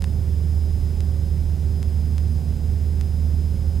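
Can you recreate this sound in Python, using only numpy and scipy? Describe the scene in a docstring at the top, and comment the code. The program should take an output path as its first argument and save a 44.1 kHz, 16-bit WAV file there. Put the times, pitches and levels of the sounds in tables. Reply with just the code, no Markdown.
"""Propeller blades and engine firings drone in the cabin of a light piston aircraft in cruise, mostly on the right.
The drone is sines locked to the shaft; the air that buffets the cabin is coloured noise under it.
Near the middle the intercom adds coloured hiss and faint steady sines, and the alternator a thin whine
that follows the engine speed and flutters once an engine cycle. A few short pulses make sharp electrical ticks."""
import sys
import numpy as np
from scipy import signal
from scipy.fft import rfft, irfft
from scipy.io import wavfile
from scipy.ndimage import uniform_filter1d

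SR = 44100
rng = np.random.default_rng(int(sys.argv[2]) if len(sys.argv) > 2 else 0)


def int16_out(signal):
    """Quantize to a 16-bit WAV file."""
    q = np.round(np.clip(np.atleast_2d(signal).T, -1, 1) * 32767)
    wavfile.write(sys.argv[1], SR, q.astype(np.int16))


N = 167580

# Engine speed, as the pitch of the alternator. Each row: time in seconds, pitch in Hz.
ALTERNATOR_PITCH = [(0, 5049), (.5, 5041), (1.05, 5049), (1.4, 5051), (1.7, 5038), (1.95, 5028),
                    (2.35, 5011), (2.7, 5020), (3.0, 5038), (3.3, 5035), (3.55, 5053), (3.8, 5047)]
WHINE_CYCLES_PER_TURN = 130.35


def undb(db):
    """Decibels to gain."""
    return 10 ** (np.asarray(db) / 20)


def curve(rows):
    """Straight lines in time through (s, value) rows."""
    times_s, values = np.array(rows).T
    return np.interp(np.arange(N) / SR, times_s, values)


def walk(rate_hz):
    """Random steps, rate_hz a second, smoothed twice over one step and scaled to a spread of 1."""
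    step = int(SR / rate_hz)
    levels = np.repeat(rng.standard_normal(N // step + 1), step)
    smooth = uniform_filter1d(uniform_filter1d(levels, step), step)[:N]
    return smooth / smooth.std()


def noise(colour):
    """Noise of rms 1 with a spectrum through (Hz, dB) points on a log frequency axis."""
    hz, db = np.array(colour).T
    f = np.maximum(np.fft.rfftfreq(N, 1 / SR), 1)
    gain = undb(np.interp(np.log(f), np.log(hz), db))
    x = irfft(rfft(rng.standard_normal(N)) * gain, N)
    return x / x.std()


def pan(x, left_over_right_db):
    """Make the left louder by left_over_right_db; the mean of the two gains stays 1."""
    gains = undb(np.array([[left_over_right_db], [-left_over_right_db]]) / 2)
    return x * gains / gains.mean()


def running_phase(hz):
    """Phase of a varying frequency, in radians."""
    return 2 * np.pi * np.cumsum(hz) / SR


def drone(shaft):
    """Blade passes and firings: a strong fundamental twice a turn, wavering overtones locked to the shaft."""
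    # Level of the fundamental. Each row: time in seconds, rms level in dB.
    blade_level = [(0, -21.5), (.3, -22.5), (.62, -19.5), (.92, -23), (1.25, -21.5), (1.65, -22),
                   (2.1, -21.5), (2.55, -22.5), (2.95, -22), (3.35, -20.5), (3.55, -22), (3.8, -21.5)]
    # Overtones, as multiples of the shaft speed.
    orders = [4, 4.5, 6, 7, 8, 9, 10, 16.5, 19.5, 20, 20.5, 22]
    # Their rms levels in dB, in the same sequence.
    order_db = [-39, -43.5, -46.5, -55.5, -56.5, -58.5, -53, -73.5, -76, -70, -74, -70.5]
    # One more overtone swells and fades on its own. Each row: time in seconds, rms level in dB.
    swelling_level = [(0, -58.5), (.9, -65), (1.1, -55.5), (1.4, -58), (1.7, -63.5), (3.8, -61.5)]
    swelling_order = 14
    blade_waver_db, overtone_waver_db, shaft_jitter_rad = 0.6, 1.88, 0.0099  # rms

    shaft = shaft + shaft_jitter_rad * walk(14)
    out = undb(curve(blade_level) + blade_waver_db * walk(6.15)) * np.sin(2 * shaft)
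    overtones = [*zip(orders, order_db), (swelling_order, curve(swelling_level))]
    for order, db in overtones:
        gain = undb(db + overtone_waver_db * walk(5.5))
        out = out + gain * np.sin(order * shaft + rng.uniform(0, 2 * np.pi))
    return np.sqrt(2) * out


def airflow():
    """Slipstream buffets the cabin shell: low coloured noise with a slightly wavering level."""
    # Air and structure rumble. Each row: frequency in Hz, relative density in dB per Hz.
    rumble = [(10, -22), (22, -8), (29, -4), (37, 3), (47, -3.5), (62, 2.5), (84, -4.5), (102, 0),
              (140, -9), (190, -12), (240, -18), (290, -23), (420, -24), (480, -27.5), (620, -31.5),
              (830, -35), (1150, -43.5), (2200, -60.5)]
    level_db, buffet_rms_db = -28.5, 0.22
    return noise(rumble) * undb(level_db + buffet_rms_db * walk(14))


def alternator(shaft):
    """A thin whine geared to the engine; its pitch flutters once in two shaft turns."""
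    # Each row: time in seconds, rms level of the fundamental in dB.
    whine_level = [(0, -57), (.25, -61.5), (.58, -58), (.85, -58.5), (1.3, -59.5), (1.68, -62), (1.78, -56),
                   (1.9, -59), (2.4, -59), (2.9, -61), (3.1, -58), (3.4, -59), (3.8, -59)]
    # Levels of harmonics 1, 2, 3 in dB relative to the fundamental.
    harmonics_db = [0, -11, -32]
    flutter_peak_hz, wander_rms_hz = 7, 4

    flutter = flutter_peak_hz * np.sin(shaft / 2)
    phase = running_phase(curve(ALTERNATOR_PITCH) + flutter + wander_rms_hz * walk(40))
    tone = sum(undb(db) * np.sin(k * phase) for k, db in enumerate(harmonics_db, start=1))
    return np.sqrt(2) * undb(curve(whine_level)) * tone


def ticks():
    """Electrical ticks: one-sided rectangular pulses built as spectra, edges rounded, lows cut."""
    # Each row: time in seconds, height before filtering in dB, width in ms.
    pulses = [(.02195, -19.4, .06), (.0420, -19.2, .06), (.0431, -21.5, .16), (1.0059, -21.1, .062),
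              (1.8294, -20.8, .062), (2.1818, -20.8, .064), (3.0118, -19.9, .064)]
    soft_hz, low_cut_hz = 17500, 250

    f = np.fft.rfftfreq(N, 1 / SR)
    spectrum = 0
    for time_s, height_db, width_ms in pulses:
        width_s = width_ms / 1000
        delay = np.exp(-2j * np.pi * f * time_s)
        spectrum = spectrum + undb(height_db) * width_s * SR * np.sinc(f * width_s) * delay
    rounding = 1 / (1 + (f / soft_hz) ** 2)
    low_cut = 1j * f / (1j * f + low_cut_hz)
    return irfft(spectrum * rounding * low_cut, N)


def intercom():
    """Even hiss, widened by a part of opposite sign in the two ears, with faint steady tones."""
    # Hiss common to both ears. Each row: frequency in Hz, relative density in dB per Hz.
    hiss_colour = [(200, 1), (900, -2), (1800, 2), (2800, -1), (5000, -1), (8000, -3), (12000, -5.5),
                   (15500, -9)]
    # Hiss that differs between the ears. 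Each row: frequency in Hz, relative density in dB per Hz.
    side_colour = [(300, 3), (1200, 6.5), (2400, 4), (4000, 0.5), (8000, -2), (12000, -6), (15500, -9)]
    # Steady electrical tones. Each row: frequency in Hz, rms level in dB.
    tone_rows = [(1185, -80), (1472, -73), (2370.7, -80), (3556, -78.5), (4742, -81.5), (8298, -83.5)]
    hiss_db, side_over_hiss_db = -53.5, -12.5

    t = np.arange(N) / SR
    tones = sum(np.sqrt(2) * undb(db) * np.sin(2 * np.pi * hz * t) for hz, db in tone_rows)
    side = undb(side_over_hiss_db) * noise(side_colour) * np.array([[1], [-1]])
    return undb(hiss_db) * (noise(hiss_colour) + side) + tones


def scene():
    """Cabin sound to the right, electrical sounds near the middle."""
    shaft = running_phase(curve(ALTERNATOR_PITCH) / WHINE_CYCLES_PER_TURN)
    cabin = pan(drone(shaft) + airflow(), -8)
    electrical = pan(intercom(), 1.5) + pan(alternator(shaft), 2.6) + pan(ticks(), 3.5)
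    return cabin + electrical


def record(dry):
    """Fade both ends to avoid clicks; the recorder cuts the top steeply."""
    edge_s, top_hz = .006, 15750
    t = np.arange(N) / SR
    ramp = np.minimum(np.minimum(t, t[::-1]) / edge_s, 1)
    edges = np.sin(np.pi / 2 * ramp) ** 2
    top_cut = signal.ellip(12, .05, 60, top_hz, fs=SR, output="sos")
    return signal.sosfiltfilt(top_cut, dry * edges)


dry = scene()
out = record(dry)
int16_out(out)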